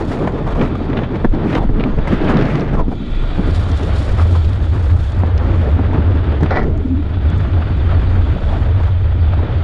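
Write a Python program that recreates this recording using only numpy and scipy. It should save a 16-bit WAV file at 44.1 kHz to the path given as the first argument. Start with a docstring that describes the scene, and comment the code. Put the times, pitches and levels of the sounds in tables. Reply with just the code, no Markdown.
"""Gusts tear at a helmet microphone as a rider, lying head first on a bicycle, coasts down asphalt.
Eddies slap and crackle, slow swells press on the diaphragm, and air hisses over the helmet's edges.
The wheels whirr and the tyres hiss below; bumps knock on the shell, grit and cables tick.
Once the head is raised, vortices shed by the helmet settle into a deep, fluttering drone.
Later a gloved hand brushes the helmet and the air hums briefly in its wake."""
import sys
import numpy as np
from scipy import signal
from scipy.fft import next_fast_len
from scipy.io import wavfile
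from scipy.ndimage import uniform_filter1d

SR = 44100
rng = np.random.default_rng(int(sys.argv[2]) if len(sys.argv) > 2 else 0)


def bounce(signal):
    """Save signal as a 16-bit WAV file at the path given by the first command-line argument."""
    frames = np.transpose(np.atleast_2d(signal))
    limited = np.clip(frames, -1, 1)
    pcm = np.round(limited * 32767).astype(np.int16)
    wavfile.write(sys.argv[1], SR, pcm)


N = 424683
TIME = np.arange(N) / SR


def from_db(db):
    return 10 ** (np.asarray(db) / 20)


def unit_rms(x):
    return x / np.sqrt(np.mean(x ** 2) + 1e-20)


def curves(rows):
    """One per-sample curve for each column after t/s."""
    times_s, *columns = np.transpose(rows)
    return [np.interp(TIME, times_s, column) for column in columns]


def db_at(spectrum, hz):
    """Spectrum level, interpolated over log frequency."""
    points_hz, points_db = np.transpose(spectrum)
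    return np.interp(np.log(hz), np.log(points_hz), points_db)


def drift(rate_hz):
    """Smooth random wander, rms about 1."""
    step, settle = 10, 8000
    pole = np.exp(-2 * np.pi * rate_hz * step / SR)
    white = rng.standard_normal(N // step + settle + 2)
    slow = signal.lfilter([1], [1, -2 * pole, pole * pole], white)[settle:]
    return np.interp(np.arange(N) / step, np.arange(len(slow)), unit_rms(slow))


def analytic_noise(spectrum):
    """Complex noise, rolled off beyond the spectrum's ends; real part has rms 1."""
    size = next_fast_len(N)
    hz = np.maximum(np.arange(size // 2) * SR / size, 1)
    rolloff = np.minimum(hz / spectrum[0][0], 1) ** 2 * np.minimum(spectrum[-1][0] / hz, 1) ** 4
    bins = rng.standard_normal(len(hz)) + 1j * rng.standard_normal(len(hz))
    noise = np.fft.ifft(bins * rolloff * from_db(db_at(spectrum, hz)), size)[:N]
    return noise / noise.real.std()


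def bandpass(x, low_hz, high_hz):
    sos = signal.butter(2, [low_hz, high_hz], "band", fs=SR, output="sos")
    return signal.sosfilt(sos, x + 1e-18)


def lowpass(x, edge_hz, order):
    return signal.sosfilt(signal.butter(order, edge_hz, fs=SR, output="sos"), x + 1e-18)


def narrow_noise(centre_hz, width_hz):
    """Noise band around a per-sample centre, rms 1."""
    i, q = lowpass(rng.standard_normal((2, N)), width_hz / 2, order=2)
    phase = 2 * np.pi * np.cumsum(centre_hz) / SR
    return unit_rms(i * np.cos(phase) + q * np.sin(phase))


def ring(force, hz, t60_s):
    """One damped mode; a unit impulse starts a unit sine."""
    pole = np.exp(-np.log(1000) / (t60_s * SR))
    angle = 2 * np.pi * hz / SR
    return signal.lfilter([0, np.sin(angle)], [1, -2 * pole * np.cos(angle), pole ** 2], force + 1e-18)


def driven_modes(modes, waver_db):
    """Noise-driven modes, each wavering in level."""
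    return sum(from_db(db + waver_db * drift(9)) * unit_rms(ring(rng.standard_normal(N), hz, t60_s))
               for hz, db, t60_s in modes)


def hump(t_s, width_s):
    """Gaussian of height 1, centred on t_s."""
    out = np.zeros(N)
    span = slice(*np.searchsorted(TIME, [t_s - 3 * width_s, t_s + 3 * width_s]))
    out[span] = np.exp(-2 * ((TIME[span] - t_s) / width_s) ** 2)
    return out


def humps_db(rows):
    return sum(db * hump(t_s, width_s) for t_s, width_s, db in rows)


def bursts(rows, attack_db_per_s, release_db_per_s):
    """Attack-hold-release gain for rows of t/s, hold/s, level/dB."""
    out = np.zeros(N)
    for t_s, hold_s, db in rows:
        span = slice(max(int((t_s - .05) * SR), 0), int((t_s + .5) * SR))
        age_s = TIME[span] - t_s
        attack_db = attack_db_per_s * np.maximum(-age_s, 0)
        release_db = release_db_per_s * np.maximum(age_s - hold_s, 0)
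        out[span] += from_db(db - attack_db - release_db)
    return out


# Turbulence at the microphone: t/s, level/dB, sharpness/dB (upper against low mids)
TURBULENCE = [(0, -22, -4.5), (1.2, -23, -6), (1.65, -17, -16), (2.03, -25, -5.5), (2.33, -14.5, -10),
              (2.7, -21.5, -5.5), (2.98, -26, -15), (3.45, -28.5, -4.5), (4.3, -28, -1),
              (4.45, -33.5, -5.5), (5.12, -28.5, -5), (5.5, -27, 1), (6.5, -24.5, -11.5), (6.95, -26, -19),
              (7.4, -26.5, -12), (8.5, -26.5, -7), (8.66, -32.5, -4), (9.1, -35.5, -4.5), (9.42, -31, 0.5)]
# Gusts and lulls: t/s, width/s, lift/dB
GUST_LIFTS = [(0.058, 0.027, -7.5), (0.201, .03, 2.5), (0.243, 0.011, 0.5), (0.316, 0.019, -8.5),
              (0.435, .02, -1.5), (0.544, 0.007, -2.5), (.629, 0.058, 7), (0.78, 0.016, -3.5),
              (0.91, 0.034, 3.5), (1.03, 0.021, 4), (1.159, .025, 6), (1.23, 0.017, -0.5),
              (1.341, 0.011, 7), (1.453, 0.023, 4), (1.615, 0.02, 2), (1.672, 0.016, -6.5),
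              (1.794, 0.026, 3), (1.894, 0.054, 3), (1.958, .018, -10), (1.988, 0.027, 8.5),
              (2.06, .018, -6), (2.186, 0.036, -3), (2.42, 0.021, 4.5), (2.747, 0.12, 3),
              (2.852, .025, -6.5), (3.389, 0.028, 13.5), (3.474, 0.041, 7.5), (3.772, .03, -10.5),
              (4.75, 0.027, 10), (5.068, 0.086, -9.5), (5.272, 0.066, 4), (5.956, 0.044, 8.5),
              (6.15, 0.053, 3), (6.38, 0.027, -3.5), (6.489, 0.011, -8.5)]
def airflow(dulling_db_per_db=0.36):
    """Level and sharpness of the turbulence in dB; a gust makes it louder and deeper."""
    level_db, sharp_db = curves(TURBULENCE)
    lift_db = humps_db(GUST_LIFTS)
    return level_db + lift_db, sharp_db - dulling_db_per_db * lift_db


# Wind roar: f/Hz, density/dB
GUST_SPECTRUM = [(70, -18), (120, 7), (180, 1.5), (270, 1.5), (400, -4.5), (700, -13.5), (1300, -19.5),
                 (2000, -37), (3000, -48), (4500, -66), (8000, -79)]
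def gusts(gain_db=2.0, pivot_hz=290, tilt_per_octave=0.92):
    """Turbulence roars in half-octave bands; eddies lift them together, sharpness tilts them."""
    flow_db, sharp_db = airflow()
    eddies_db = 1.65 * drift(16) + 0.33 * drift(130)
    white = rng.standard_normal((2, N))
    edges_hz = 80 * 2 ** (np.arange(14) / 2)
    roar, power = 0, 0
    for k, (low_hz, high_hz) in enumerate(zip(edges_hz, edges_hz[1:])):
        centre_hz = np.sqrt(low_hz * high_hz)
        band = bandpass(white[k % 2], low_hz, high_hz) * from_db(db_at(GUST_SPECTRUM, centre_hz))
        tilt = np.clip(tilt_per_octave * np.log2(centre_hz / pivot_hz), 0, 0.84)
        flutter_db = 2.0 * drift(17.6)
        roar += band * from_db(tilt * (sharp_db - sharp_db.mean()) + flutter_db)
        power += band.var()
    return lowpass(roar / np.sqrt(power) * from_db(gain_db + flow_db + eddies_db), 5500, order=4)


def crackle(gain_db=-7.0, pops_per_s=550, full_force_db=-22, steepness=3.04, t60_s=0.0045):
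    """Strong, sharp gusts tear into tiny pops that fade quickly as the air calms."""
    flow_db, sharp_db = airflow()
    force_db = full_force_db + steepness * np.minimum(flow_db + sharp_db - full_force_db, 0)
    onsets = rng.random(N) < pops_per_s / SR
    pole = np.exp(-np.log(1000) / (t60_s * SR))
    pops = signal.lfilter([1], [1, -pole], onsets + 1e-18) * rng.standard_normal(N)
    pops = lowpass(bandpass(pops, 1150, 2500), 7200, order=3)
    return from_db(gain_db + force_db) * unit_rms(pops)


def vortices(spectrum, steadiness):
    """Vortex shedding limits its own swing: phase wanders more freely than strength."""
    noise = analytic_noise(spectrum)
    return unit_rms(noise.real / (np.abs(noise) ** 2 + 0.46) ** (steadiness / 2))


# Large slow eddies: t/s, width/s, level/dB
PRESSURE_SWELLS = [(.56, 0.17, -19.5), (1.295, 0.08, -11.5), (1.7, 0.17, -13), (1.97, 0.1, -15.5),
                   (2.28, 0.31, -19.5), (2.79, 0.18, -17), (3.19, 0.14, -17.5), (3.43, 0.2, -19.5),
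                   (4.12, 0.053, -14.5), (4.48, 0.024, -15), (6.66, 0.19, -18), (8.15, 0.8, -23),
                   (8.5, 0.079, -26)]
def swell_pressure():
    """Envelope of the large eddies' push on the diaphragm."""
    return sum(from_db(db) * hump(t_s, width_s) for t_s, width_s, db in PRESSURE_SWELLS)


def swell_ducking(half_gain_at_db=-13, steepness=6.7):
    """Gain for gusts, crackle and tyre hiss: it dips briefly under each strong low swell."""
    return 1 / (1 + (swell_pressure() / from_db(half_gain_at_db)) ** steepness)


# Slow pressure on the diaphragm: f/Hz, density/dB
BUFFET_SPECTRUM = [(5, -18), (14, -7), (24, 0), (32, 0), (42, -6), (55, -11), (80, -24), (200, -55)]
def buffet(gain_db=2.0, floor_db=-27.5):
    """Slow pressure rumbles on the diaphragm and rises with each swell."""
    pressure = np.hypot(from_db(floor_db), swell_pressure())
    return from_db(gain_db) * pressure * vortices(BUFFET_SPECTRUM, steadiness=.7)


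# Air over the helmet's edges: t/s, level/dB
STREAM_LEVELS = [(0, -50.5), (.2, -49.5), (.32, -62), (1.5, -64), (1.7, -70), (1.9, -63), (2.45, -78),
                 (2.9, -63.5), (3.45, -49), (3.95, -44.5), (4.5, -51), (5.12, -51.5), (5.33, -63),
                 (5.58, -55.5), (5.9, -64.5), (7.2, -66.5), (7.35, -60), (7.6, -63), (8.5, -56.5),
                 (9.1, -69)]
# Its hiss: f/Hz, density/dB
STREAM_SPECTRUM = [(3500, 9.5), (5500, 2), (6200, -4.5), (7000, -0.5), (7600, -4), (9000, -6), (9950, -8),
                   (10700, -14), (11500, -19.5), (13000, -24), (15000, -41.5)]
# Edge and vent whistles: f/Hz, level/dB, t60/s
WHISTLE_MODES = [(4400, 10, 0.022), (6432, 2, .05), (6940, -2, .012), (8160, -5, .012), (9800, -7.5, .025)]
def airstream(flutter_db=3.0, whistle_gain_db=-46.0):
    """Air hisses thinly over the helmet's edges; faint whistles come and go."""
    stream_db, = curves(STREAM_LEVELS)
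    hiss = from_db(stream_db + flutter_db * drift(31)) * analytic_noise(STREAM_SPECTRUM).real
    whistles = lowpass(driven_modes(WHISTLE_MODES, waver_db=3), 10500, order=6)
    return hiss + from_db(whistle_gain_db + stream_db / 2) * whistles


# Rolling on asphalt: t/s, tyre level/dB, wheel level/dB
ROLLING_LEVELS = [(0, -62, -48), (.8, -56, -44), (1.3, -46, -48.5), (1.52, -46, -51), (1.7, -45.5, -53),
                  (2.05, -44.5, -48), (2.12, -35, -53), (2.55, -39, -52), (2.87, -61, -51),
                  (2.98, -62, -45), (3.07, -61, -40.5), (3.25, -44.5, -39.5), (3.6, -44, -40),
                  (3.95, -40, -42.5), (4.35, -49, -41.5), (4.7, -44, -48), (5.08, -46.5, -47.5),
                  (5.5, -45.5, -48), (6.45, -40.5, -48.5), (6.73, -51.5, -54.5), (7.0, -49.5, -47.5),
                  (7.3, -43.5, -47), (8.1, -42, -42.5), (8.85, -44.5, -45.5), (8.97, -48.5, -44.5),
                  (9.63, -42, -42.5)]
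# Wheel resonances: f/Hz, level/dB, t60/s
WHEEL_MODES = [(1386, 2.5, 0.025), (1930, -2.5, .018), (2330, -2, 0.02), (2520, -3.5, 0.011),
               (3148, -3.5, 0.022), (3468, 1, 0.013), (3860, -6, 0.035), (4540, -10.5, 0.01)]
def wheels():
    """The road keeps the wheels ringing in a hollow whirr."""
    _, wheel_db = curves(ROLLING_LEVELS)
    whirr = lowpass(driven_modes(WHEEL_MODES, waver_db=2.6), 5700, order=4)
    return from_db(wheel_db) * unit_rms(whirr)


# Tread hiss: f/Hz, density/dB
TYRE_SPECTRUM = [(200, 0), (600, 14.5), (1000, 7.5), (1380, 9.5), (1900, 3.5), (2400, -1.5), (2950, -2.5),
                 (3600, -5.5), (4100, -12), (4700, -14.5), (5700, -29), (8000, -41)]
def tyres(gain_db=9.0, grain_db=2.2):
    """Tread on coarse asphalt hisses in fine grains."""
    tyre_db, _ = curves(ROLLING_LEVELS)
    return from_db(gain_db + tyre_db + grain_db * drift(32)) * analytic_noise(TYRE_SPECTRUM).real


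# Single eddies: t/s, rise/s, fall/s, upper edge/Hz, level/dB
EDDY_PUFFS = [(0.013, 0.016, 0.023, 990, -22.5), (.124, 0.037, 0.032, 1510, -27.5),
              (.274, 0.0058, 0.033, 1000, -21), (.358, 0.005, 0.0081, 450, -31),
              (.388, 0.033, 0.024, 1190, -28.5), (.478, 0.018, 0.027, 1080, -21.5),
              (.525, 0.031, 0.013, 1290, -24.5), (0.551, 0.0034, 0.047, 1030, -24),
              (.632, 0.037, 0.068, 1220, -26), (.754, .003, 0.0085, 1230, -24),
              (0.991, .015, 0.019, 700, -29), (1.248, 0.0062, 0.014, 325, -7),
              (1.555, 0.12, 0.012, 2380, -30.5), (1.58, 0.027, 0.016, 1130, -19),
              (1.638, 0.033, 0.011, 825, -21.5), (1.696, 0.0042, 0.027, 300, -10),
              (1.872, 0.0048, 0.019, 890, -30), (2.074, .002, 0.026, 1990, -24.5),
              (2.129, 0.039, 0.022, 290, -11), (2.15, 0.065, 0.058, 2220, -34.5),
              (2.25, 0.043, 0.028, 3240, -38.5), (2.298, 0.019, 0.038, 1310, -17.5),
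              (2.54, 0.19, 0.16, 2190, -32.5), (2.745, 0.027, 0.022, 1520, -29),
              (2.802, 0.039, 0.015, 890, -20.5), (2.884, 0.0062, 0.015, 318, -12.5),
              (2.921, 0.014, 0.021, 720, -23.5), (4.197, 0.032, 0.041, 1330, -22.5),
              (4.358, .015, .015, 1170, -24.5), (5.932, .003, 0.013, 970, -23.5),
              (6.409, 0.0043, 0.012, 830, -21), (6.433, .003, 0.0072, 1850, -22.5),
              (6.437, 0.025, 0.023, 313, -10.5), (6.461, .008, 0.014, 600, -25),
              (6.665, 0.12, 0.069, 447, -22.5), (7.57, .04, 0.036, 850, -32),
              (8.364, 0.023, 0.011, 590, -26), (8.535, 0.06, 0.069, 900, -26),
              (8.806, .01, 0.018, 850, -23.5), (8.835, .003, 0.01, 1800, -31),
              (8.88, 0.039, 0.028, 1600, -32.5), (9.336, 0.0045, 0.0086, 1110, -25),
              (9.392, 0.0029, 0.013, 900, -27), (9.435, 0.021, 0.025, 610, -22.5)]
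def puffs(ragged_db=2.0, skirt_db=-7.0):
    """An eddy slaps the microphone; its size sets a steep upper edge, finer eddies add a skirt."""
    out = np.zeros(N)
    coarse, fine = from_db(ragged_db * drift(220)) * rng.standard_normal((2, N))
    for t_s, rise_s, fall_s, edge_hz, db in EDDY_PUFFS:
        span = np.flatnonzero((TIME > t_s - 2 * rise_s) & (TIME < t_s + 2 * fall_s))
        age_s = TIME[span] - t_s
        envelope = np.exp(-2 * (age_s / np.where(age_s < 0, rise_s, fall_s)) ** 2)
        steep_band = signal.cheby1(3, 1, [edge_hz / 4, edge_hz], "band", fs=SR, output="sos")
        body = signal.sosfilt(steep_band, coarse[span])
        skirt = from_db(skirt_db) * bandpass(fine[span], edge_hz / 6, 1.15 * edge_hz)
        puff = unit_rms((body + skirt) * envelope)
        out[span] += from_db(db) * puff * np.sqrt(np.mean(envelope ** 2))
    return out


# Tears in the airflow: t/s, hold/s, level/dB
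AIR_CRACKS = [(.274, 0.0061, -31.5), (.531, 0.0046, -34), (.597, .003, -33), (.612, .003, -23),
              (.630, .003, -31), (.931, 0.0029, -25.5), (.970, 0.0054, -20), (.987, 0.003, -24),
              (1.034, 0.015, -29.5), (1.246, .001, -26), (1.528, 0.0054, -23), (1.550, 0.0051, -18),
              (1.563, 0.0055, -26), (1.576, .005, -28), (1.797, .002, -26), (1.807, .002, -26),
              (1.836, 0.003, -25), (2.275, 0.0086, -22), (2.409, 0.0045, -25), (2.616, 0.0037, -25),
              (6.457, .008, -28)]
# Their noise: f/Hz, density/dB
CRACK_SPECTRUM = [(450, 13), (1100, 2), (2500, -0.5), (3600, -9), (5500, -33.5), (9000, -56.5)]
def cracks(gain_db=1.0, ragged_db=2.0):
    """The airflow tears in short, ragged rips from low mids to treble."""
    envelope = bursts(AIR_CRACKS, attack_db_per_s=12006, release_db_per_s=1499)
    return envelope * from_db(gain_db + ragged_db * drift(600)) * analytic_noise(CRACK_SPECTRUM).real


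# Blows on the helmet: t/s, level/dB, hardness as upper edge/Hz
BLOWS = [(.277, -7, 1600), (.990, -8, 2600), (1.2465, -2, 2400), (1.251, -5, 2200), (1.691, -17, 2000),
         (5.235, -6, 1100), (5.793, -11, 1200), (6.433, -14, 1800), (6.460, -10, 1100), (7.171, -19, 1200)]
# Shell and camera mount: f/Hz, level/dB, t60/s
SHELL_MODES = [(233, 9.5, 0.02), (605, -0.5, 0.016), (750, 0.5, 0.024), (925, -5, 0.023),
               (1430, -11.5, .025), (1540, -9, 0.013), (1693, -6, 0.029), (1850, -17, .04)]
def knocks():
    """Bumps strike the shell's modes; a softer blow leaves the upper ones quiet."""
    shell = np.zeros(N)
    for hz, mode_db, t60_s in SHELL_MODES:
        force = np.zeros(N)
        for t_s, blow_db, edge_hz in BLOWS:
            softness_db = 10 * np.log10(1 + (hz / edge_hz) ** 8)
            force[int(t_s * SR)] += from_db(blow_db + rng.normal() - softness_db)
        shell += from_db(mode_db) * ring(force, hz, t60_s)
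    return lowpass(shell, 2200, order=7) / np.sqrt(len(SHELL_MODES))


# Grit and cable ticks: t/s, level/dB, f/Hz
GEAR_TICKS = [(1.349, -30, 3200), (1.551, -20, 4000), (1.797, -19, 2400), (1.807, -24, 2700),
              (1.838, -12, 2200), (2.370, -19, 3100), (2.390, -22, 3000), (2.412, -22, 3500),
              (2.422, -22, 3400), (2.453, -18, 3000), (2.555, -23, 3500), (2.596, -25, 3400),
              (2.608, -25, 3600), (3.716, -25, 4400), (3.832, -27, 4400), (4.092, -29, 5000),
              (4.446, -24, 3000), (4.532, -24, 3000), (5.12, -31, 4800), (5.378, -21, 3300),
              (6.411, -31, 3300), (6.461, -17, 2200), (6.508, -23, 3300), (6.562, -23, 2800),
              (6.631, -34, 4200), (6.776, -38, 5600), (7.301, -35, 5600), (7.381, -40, 5600),
              (7.407, -39, 5600)]
def ticks(gain_db=-4.0, t60_s=.018, grit_count=10, grit_db=(-42, -34), grit_hz=(2800, 4200)):
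    """Grit and cables tick dryly, each at its own pitch; fainter grit flies up at random."""
    out = np.zeros(N)
    age_s = TIME[:SR // 20]
    latest_s = TIME[-len(age_s) - 1]
    grit = [(rng.uniform(0, latest_s), rng.uniform(*grit_db), rng.uniform(*grit_hz))
            for _ in range(grit_count)]
    for t_s, db, hz in GEAR_TICKS + grit:
        burst = rng.standard_normal(len(age_s)) * from_db(-60 * age_s / t60_s)
        tick = lowpass(bandpass(burst, hz / 1.5, hz * 1.5), 1.6 * hz, order=3)
        start = int(t_s * SR)
        out[start:start + len(tick)] += from_db(gain_db + db) * tick / np.abs(tick).max()
    return out


# Big departing eddies: t/s, width/s, f/Hz, level/dB
EDDY_WHOOSHES = [(1.613, .035, 800, -26), (2.797, .04, 980, -25.5), (6.665, .06, 520, -28)]
def whooshes(width_hz=200, sag_octaves_per_s=7):
    """A passing eddy rings in one hollow band that sinks as it moves away."""
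    out = np.zeros(N)
    for t_s, width_s, hz, db in EDDY_WHOOSHES:
        sag = 2 ** (-sag_octaves_per_s * np.clip(TIME - t_s, -2 * width_s, 2 * width_s))
        out += from_db(db) * hump(t_s, width_s) * narrow_noise(hz * sag, width_hz)
    return out


# Helmet wake: f/Hz, density/dB
DRONE_SPECTRUM = [(30, -26), (48, -13), (63, -5), (82, 0), (92, -1.5), (108, -10.5), (135, -20), (260, -45)]
# Brief rises in the drone's level: t/s, width/s, lift/dB
DRONE_SURGES = [(4.35, 0.042, 2), (4.62, 0.061, 1), (4.94, 0.066, 5)]
# Brief dips in the drone's level: t/s, width/s, depth/dB
DRONE_DIPS = [(3.048, 0.058, 19), (3.802, 0.035, 11), (4.053, 0.03, 7), (4.672, 0.015, 17),
              (4.976, 0.012, 24), (6.495, 0.014, 3), (6.625, 0.08, 11), (6.84, 0.12, 6.5),
              (7.077, 0.16, 5.5), (7.497, 0.025, 8), (7.707, 0.1, 3), (8.394, 0.034, 26), (9.478, 0.02, 17)]
def helmet_drone(gain_db=0.27, head_down_db=-26, head_up_db=-13, raised_at_s=3.43, raising_s=0.088):
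    """The helmet sheds vortices in a fluttering drone that steps up as the head is raised."""
    raised = (1 + np.tanh((TIME - raised_at_s) / raising_s)) / 2
    posture_db = head_down_db + (head_up_db - head_down_db) * raised
    drone_db = posture_db + humps_db(DRONE_SURGES) - humps_db(DRONE_DIPS)
    return from_db(gain_db + drone_db) * vortices(DRONE_SPECTRUM, steadiness=.45)


# Glove on helmet: t/s, hold/s, level/dB
GLOVE_STROKES = [(6.456, 0.0074, -33), (6.506, 0.1, -29), (6.508, 0.0088, -21.5), (6.556, 0.016, -20.5)]
# Resonances of the hollow between them: f/Hz, level/dB, width/Hz
HOLLOW_MODES = [(494, 2.5, 330), (730, 0.5, 69), (880, -2.5, 140), (1130, -9, 110), (1406, -1, 130),
                (1847, -5, 190), (2010, -5.5, 100), (2280, -11.5, 140)]
def glove(slip_db=2.5, scratch_db=-25, hollow_forms_s=6.507, sag_octaves_per_s=0.4):
    """The glove scratches in small slips; the hollow under it sinks in pitch as the hand leaves."""
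    sag = 2 ** (-sag_octaves_per_s * np.clip(TIME - hollow_forms_s, 0, .5))
    hollow = sum(from_db(db) * narrow_noise(hz * sag, width_hz) for hz, db, width_hz in HOLLOW_MODES)
    scratch = lowpass(bandpass(rng.standard_normal(N), 2500, 5200), 5200, order=5)
    rub = unit_rms(hollow) + from_db(scratch_db) * unit_rms(scratch)
    envelope = bursts(GLOVE_STROKES, attack_db_per_s=7007, release_db_per_s=290)
    return envelope * from_db(slip_db * drift(250)) * rub


# Hums behind the hand: t/s, width/s, f/Hz, level/dB
HAND_HUMS = [(6.744, 0.057, 628, -33.5), (6.786, 0.014, 277, -23.5), (6.858, 0.014, 266, -12.5),
             (6.927, 0.048, 262, -15.5), (6.994, 0.028, 280, -20)]
def hand_wake(pitch_waver=0.0417):
    """Air sings behind the hand in brief, wavering hums."""
    out = np.zeros(N)
    for t_s, width_s, hz, db in HAND_HUMS:
        phase = 2 * np.pi * np.cumsum(hz * (1 + pitch_waver * drift(41))) / SR
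        out += from_db(db) * hump(t_s, width_s) * unit_rms(np.sin(phase))
    return out


def scene():
    """Mono mix; gusts, crackle and tyre hiss dip under the strongest swells."""
    ducked = swell_ducking() * (gusts() + crackle() + tyres())
    air = buffet() + airstream() + puffs() + cracks() + whooshes() + helmet_drone()
    gear = wheels() + knocks() + ticks()
    hand = glove() + hand_wake()
    return (ducked + air + gear + hand)[None]


def record(dry, threshold_db=-2.5, release_db_per_s=160, attack_s=.003, cutoff_hz=15300):
    """A look-ahead limiter ducks the strongest swings; a steep low-pass cuts the top."""
    over_db = np.maximum(20 * np.log10(np.abs(dry[0]) + 1e-9) - threshold_db, 0)
    release_db = release_db_per_s * TIME
    held_db = np.maximum.accumulate(over_db + release_db) - release_db
    window = int(attack_s * SR)
    smooth_db = uniform_filter1d(uniform_filter1d(held_db, window), window)
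    duck_db = np.interp(TIME + attack_s / 2, TIME, smooth_db)
    top_cut = signal.cheby2(12, 70, cutoff_hz, fs=SR, output="sos")
    return signal.sosfilt(top_cut, dry * from_db(-duck_db))


dry = scene()
out = record(dry)
bounce(out)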